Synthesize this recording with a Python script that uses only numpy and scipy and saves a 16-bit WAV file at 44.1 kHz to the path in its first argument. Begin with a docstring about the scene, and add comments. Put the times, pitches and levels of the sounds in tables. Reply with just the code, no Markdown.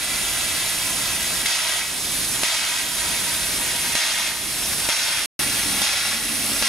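"""A steady hiss of leaking steam and a low rumble: a locomotive creeps onto a turntable some 30 m off.
Its open cylinder cocks blow in turn, each with an echo off the ground: the near ones weep, burst out
with a pop and drain; the far ones swell softly and whistle. The bridge groans under the wheels.
Gain control on the microphone pair ducks the hiss and rumble at every blast.
Late on the sound cuts out for a moment, and after that the engine is much nearer."""
import sys
import numpy as np
from scipy import signal
from scipy.fft import rfft, irfft
from scipy.io import wavfile
from scipy.ndimage import uniform_filter1d

SR = 44100
rng = np.random.default_rng(int(sys.argv[2]) if len(sys.argv) > 2 else 0)


def dump(signal):
    """Clip the signal to [-1, 1] and save it as 16-bit WAV at the path in sys.argv[1]."""
    limited = np.clip(np.atleast_2d(signal).T, -1, 1)
    pcm = np.round(limited * 32767).astype(np.int16)
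    wavfile.write(sys.argv[1], SR, pcm)


N = 294588
T = np.arange(N) / SR
HZ = np.fft.rfftfreq(N, 1 / SR)

# blasts of the near cocks: t/s, level/dB, length/s, pressure fall/(dB/s), pop level/dB, opening time/s
BLASTS = [(1.456, -8.5, 0.34, 33, -24, .003), (2.4334, -7.5, 0.37, 40, -10, 0.0006),
          (3.952, -7, 0.33, 34, -13, 0.0008), (4.8888, -6.5, 0.34, 35.5, -11, .0012),
          (5.817, -3.5, 0.32, 43, -11, 0.0007), (6.624, -5, 0.43, 27, -10, .0005)]


def amp(db):
    """Decibels to gain."""
    return 10 ** (np.asarray(db) / 20)


def unit(x):
    """Scales to rms 1."""
    return x / np.sqrt(np.mean(x ** 2) + 1e-20)


def over_frequency(points):
    """A spectrum table at every frequency, joined up on a log axis."""
    hz, value = np.transpose(points)
    return np.interp(np.log(HZ + 1), np.log(hz + 1), value)


def over_time(points):
    """A curve table at every sample."""
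    return np.interp(T, *np.transpose(points))


def bumps(modes):
    """Bell-shaped peaks and dips over frequency."""
    return sum(height / (1 + (2 * (HZ - hz) / width) ** 2) for hz, width, height in modes)


def swell(start, length, fade_s):
    """A smooth rise, a hold and a smooth fall, 0-1."""
    return np.sin(np.pi / 2 * np.clip(np.minimum(T - start, start + length - T) / fade_s, 0, 1))


def lag(x, seconds):
    """One-pole smoothing."""
    pole = np.exp(-1 / (seconds * SR))
    return signal.lfilter([1 - pole], [1, -pole], x)


def delayed(x, seconds):
    """Each channel heard later by a steady or moving delay."""
    return np.array([np.interp(T - seconds, T, side) for side in x])


def wander(rate_hz, size=4096):
    """Smooth random drift of rms 1, rolling off above the rate."""
    hz = np.fft.rfftfreq(size, T[-1] / size)
    slow = irfft(rfft(rng.standard_normal(size)) * np.exp(-(hz / rate_hz) ** 2) * (hz > 1), size)
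    return np.interp(T, np.linspace(0, T[-1], size), unit(slow))


def fuzzy_tone(hz, width_hz):
    """A resonance driven by noise, at a steady or moving pitch."""
    drive = wander(width_hz) + 1j * wander(width_hz)
    phase = 2 * np.pi * np.cumsum(np.broadcast_to(hz, N)) / SR
    return unit((drive * np.exp(1j * phase)).real)


def turbulence(patchy_db, patch_hz, patch_s, size=512, hop=128):
    """Two white noises whose level drifts in shared patches of time and pitch."""
    spectra = signal.stft(rng.standard_normal((2, N)), nperseg=size, noverlap=size - hop)[2]
    bins = max(1, round(patch_hz * size / SR))
    frames = max(1, round(patch_s * SR / hop))
    patches = uniform_filter1d(rng.standard_normal(spectra.shape[1:]), bins, axis=0)
    patches = unit(uniform_filter1d(patches, frames, axis=1))
    noises = signal.istft(spectra * amp(patchy_db * patches), nperseg=size, noverlap=size - hop)[1]
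    return unit(noises[:, :N])


def spits(per_s, size_db):
    """Sparse clicks of water drops torn out with the steam."""
    return amp(size_db) * (2 * rng.random(N) - 1) * (rng.random(N) < per_s / SR)


def at_microphones(colour_db, first, second):
    """Colours two unrelated noises and shares them between the microphone pair, at rms 1."""
    likeness = [(100, 1.0), (700, 0.96), (1600, 0.73), (2400, 0.84), (3000, 0.51), (6700, 0.95),
                (10000, 0.71), (11200, 0.58), (13300, 0.58)]  # coherence of left and right: f/Hz, likeness/0-1
    tilt = [(100, 0), (900, -1.1), (1500, 2), (2700, -2.5), (4000, 2.5), (5000, -4), (5900, -0.5),
            (7000, -3.5), (9500, -1.5), (10700, -7.5), (11800, -1)]  # balance of the pair: f/Hz, left over right/dB
    lead = [(100, 0.0), (1000, -0.13), (1900, -0.2), (2700, 0.3), (3200, -0.4), (3900, -0.2), (4500, -1.15),
            (5300, 1), (6500, 0.56), (8800, 0.99), (10000, 0.2), (11300, 1.5), (13200, 0.3)]  # phase across the pair: f/Hz, lead of the left/rad
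    housing = [(7350, 800, -1), (10420, 1100, 4.5), (11100, 400, -1.5)]  # resonances of the microphone housing: f/Hz, width/Hz, lift/dB
    same = np.clip(over_frequency(likeness), 0, 1)
    tilt_db = over_frequency(tilt)
    left = rfft(first)
    right = (same * left + np.sqrt(1 - same ** 2) * rfft(second)) * np.exp(-1j * over_frequency(lead))
    pair = np.array([left * amp(tilt_db / 2), right * amp(-tilt_db / 2)])
    return unit(irfft(pair * amp(colour_db + bumps(housing)), N))


def nearness(reference_m=24):
    """Gain of the leak and the rumble: one over the distance, 1 at the reference."""
    distance = [(0, 29), (5.26, 22.4), (5.39, 9), (6.68, 15)]  # from engine to microphones: t/s, distance/m
    return reference_m / over_time(distance)


def ground_echo(x):
    """The bounce off the ground lags further behind as the engine comes nearer."""
    echo = [(0, 2.99), (1.65, 3.125), (3.5, 3.185), (5.26, 3.31), (5.39, 3.56), (6.68, 3.64)]  # lag behind the direct sound: t/s, delay/ms
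    return delayed(x, over_time(echo) / 1000)


def beamed(steam, front_pan_db=0.7):
    """The colour and direction of the steam shift as the microphones face more of the engine's front."""
    aspect = [(0, 0.2), (3, 0.3), (5.26, 0.98), (5.4, 1), (6.68, 0.9)]  # swing toward the front of the engine: t/s, share/0-1
    beam = [(2760, 85, 0.38), (2974, 230, -0.36), (5400, 290, 0.37), (7050, 940, -0.45)]  # bands the jets beam forward or lose: f/Hz, width/Hz, signed share
    front = over_time(aspect)
    pan_db = front_pan_db * front
    coloured = steam + front * irfft(rfft(steam) * bumps(beam), N)
    return coloured * amp([pan_db / 2, -pan_db / 2])


def bridge(rumble_db=-35, upper_hz=288, upper_db=-4):
    """The wheels shake the turntable: a wide rumble, and girders that groan with two wavering tones."""
    colour = [(15, -20), (28, -7.5), (48, 2.5), (65, -1), (95, -2.5), (150, -2), (280, -2), (370, -5),
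              (470, -9.5), (650, -5.5), (1200, -15.5), (3000, -52)]  # spectrum of the rumble: f/Hz, level/dB
    groans = [(.6, 5.8, 179.3, -50.5), (5.25, 0.67, 194, -32.5), (6.05, .75, 223.8, -32)]  # groans of the girders: t/s, length/s, f/Hz, level/dB
    rumble = at_microphones(over_frequency(colour), *rng.standard_normal((2, N)))
    upper = amp(upper_db) * fuzzy_tone(upper_hz, width_hz=28)
    girders = sum(amp(db) * swell(start, length, fade_s=.15) * (fuzzy_tone(hz, width_hz=8) + upper)
                  for start, length, hz, db in groans)
    return rumble * nearness() * amp(rumble_db + .5 * wander(rate_hz=7.1)) + girders


def leak(level_db=-21, spurt_at_s=3.32, spurt_s=0.076, spurt_db=2.4):
    """A thin, bright jet of steam that flutters a little and spurts once."""
    colour = [(100, -27), (600, -10), (1500, -4), (2300, -1.5), (3500, 0.5), (4800, 0.1), (6600, 0),
              (8200, -0.4), (9600, 1.5), (11300, -2), (13300, -6), (15200, -15.5)]  # spectrum of the leak: f/Hz, level/dB
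    first, second = turbulence(patchy_db=1.34, patch_hz=700, patch_s=.04)
    hiss = at_microphones(over_frequency(colour), first + spits(per_s=87, size_db=8), second)
    lift_db = spurt_db * swell(spurt_at_s, spurt_s, fade_s=spurt_s / 2)
    return hiss * nearness() * amp(level_db + lift_db + .5 * wander(rate_hz=52))


def whistle(sag_hz_per_s=40):
    """The jet sings on the lip of a far cock now and then, sinking in pitch."""
    whistles = [(.75, 0.46, 1018, -43.5), (2.6, 0.89, 981, -41.5), (3.5, 0.93, 954, -43.5)]  # breathy notes: t/s, length/s, starting f/Hz, level/dB
    notes = np.zeros(N)
    for start, length, hz, db in whistles:
        tone = fuzzy_tone(hz - sag_hz_per_s * (T - start), width_hz=22)
        notes += amp(db) * swell(start, length, fade_s=0.11) * tone
    return notes


def soft_pressure(rise_s=0.053, weep_lead_s=0.12, weep_db=-19.5, drain_db=-14, drain_db_per_s=32):
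    """The far cocks swell in turn; the near ones weep before each blast and drain after it."""
    far_strokes = [(-.15, -23, 4), (.33, -22, 26), (.95, -25.5, 10), (2.92, -20, 13), (3.55, -25.5, 1),
                   (5.3, -17.5, -0.5), (6.2, -25, 19)]  # strokes of the far cocks: t/s, level/dB, pressure fall/(dB/s)
    power = np.zeros(N)
    for start, db, fall in far_strokes:
        age = np.maximum(T - start, 0)
        until = min(blast[0] for blast in BLASTS if blast[0] > start)  # the next blast takes the steam
        power += (amp(db - fall * age) * (1 - np.exp(-age / rise_s)) * (T < until)) ** 2
    for start, db, length, *_ in BLASTS:
        weep = amp(weep_db) * swell(start - weep_lead_s, weep_lead_s + length, fade_s=0.041)
        since_shut = np.maximum(T - start - length, 0)
        drain = amp(drain_db - drain_db_per_s * since_shut) * np.clip((T - start) / length, 0, 1)
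        power += amp(db) ** 2 * (weep ** 2 + drain ** 2)
    return np.sqrt(power)


def blast_pressure(crack=1.1, crack_s=0.0014, swell_db=7, swell_s=0.026, closing_db_per_s=190):
    """A near valve cracks open, the jet swells and sinks as the steam expands, then the valve shuts."""
    power = np.zeros(N)
    for start, db, length, fall, _, opening_s in BLASTS:
        age = np.maximum(T - start, 0)
        flow_db = db - swell_db * np.exp(-age / swell_s) - fall * age
        closing_db = closing_db_per_s * np.maximum(age - length, 0)
        snap = (1 - np.exp(-age / opening_s)) * (1 + crack * np.exp(-age / crack_s))
        power += (amp(flow_db - closing_db) * snap) ** 2
    return np.sqrt(power)


def pops(pulse_s=0.00023, echo_share=0.72):
    """The first slug of steam pops out as one pulse, rings the drain pipe and bounces off the ground."""
    pipe = [(250, -17, .04), (620, -22, .025), (950, -24.5, .025), (2050, -14, 0.011), (4220, -11, .01)]  # modes of the drain pipe: f/Hz, level/dB, t60/s
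    direct = np.zeros(N)
    for start, _, _, _, pop_db, _ in BLASTS:
        age = np.maximum(T - start, 0)
        progress = age / pulse_s
        pulse = progress * (2 - progress) * np.exp(1 - progress)
        ring = sum(amp(db - 60 * np.minimum(age / t60, 2)) * np.sin(2 * np.pi * hz * age)
                   for hz, db, t60 in pipe)
        direct += amp(pop_db) * (pulse + ring)
    return direct + echo_share * ground_echo([direct])


def cocks(soft_echo=0.49, blast_echo=.35, dull_hz=5500, bite_hz=5400, bite_width_hz=2400, bite=0.99):
    """Wet steam roars from the cylinder cocks; the ground echo combs it with slowly sinking bands."""
    colour = [(100, -41), (400, -13.5), (700, -7.5), (1200, -5), (2000, -2), (3600, -1.06), (4300, -6),
              (6400, -7), (8000, -8), (9600, -7), (11300, -12), (13500, -17.5), (15200, -28.5)]  # spectrum of the jet: f/Hz, level/dB
    cavity = [(490, 300, -6), (624, 45, 3), (1170, 200, -4), (2060, 310, 2), (2820, 200, -3),
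              (3230, 220, 1), (4530, 220, 3.5), (6780, 470, 4)]  # resonances of the cavity under the cylinders: f/Hz, width/Hz, lift/dB
    frame = [(.0015, 0.11), (.00166, -0.048)]  # reflections from the engine's frame: delay/s, signed share
    first, second = turbulence(patchy_db=1.3, patch_hz=500, patch_s=0.038)
    wet = first + spits(per_s=50, size_db=21)
    jet = at_microphones(over_frequency(colour) + bumps(cavity), wet, second)
    spectrum = rfft(jet)
    dull = irfft(spectrum / (1 + (HZ / dull_hz) ** 4), N)  # rough surfaces scatter the treble away
    direct = jet + sum(share * delayed(dull, seconds) for seconds, share in frame)
    echo = ground_echo(dull)
    pressure = blast_pressure()
    treble = irfft(spectrum * bumps([(bite_hz, bite_width_hz, bite)]), N)
    edge = treble * pressure / pressure.max()  # high pressure is brighter
    blasts = pressure * unit(direct + edge + blast_echo * echo)
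    soft_steam = soft_pressure() * unit(direct + soft_echo * echo)
    return (blasts + soft_steam) * amp(0.34 * wander(rate_hz=58))


def scene():
    """Steam and wheels as they reach the microphone pair by the turntable."""
    return beamed(leak() + cocks()) + whistle() + pops() + bridge()


def gain_control(x, threshold_db=-22.5, squeeze=0.83, release_db_per_s=23, start_over_db=6):
    """Turns down fast by a share of the held excess over the threshold, creeps back up; starts ducked."""
    sense_s, attack_s = .004, .0018
    level_db = 10 * np.log10(lag((x ** 2).mean(0), sense_s) + 1e-12)
    release_db = release_db_per_s * T
    held_db = np.maximum.accumulate(level_db - threshold_db + release_db)
    over_db = np.maximum(np.maximum(held_db, start_over_db) - release_db, 0)
    smooth_over_db = start_over_db + lag(over_db - start_over_db, attack_s)
    return x * amp(-squeeze * smooth_over_db)


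def record(dry, cut_from_s=5.2595, cut_to_s=5.3925, ceiling=.65, edge_hz=15700):
    """Behind the microphones: a brief cut to silence, gain control, soft overload and the band limit."""
    live = (T < cut_from_s) | (T > cut_to_s)
    limited = ceiling * np.tanh(gain_control(dry * live) / ceiling)
    low_pass = signal.firwin(511, edge_hz, window=("kaiser", 9), fs=SR)
    return signal.oaconvolve(limited, low_pass[None], "same")


dry = scene()
out = record(dry)
dump(out)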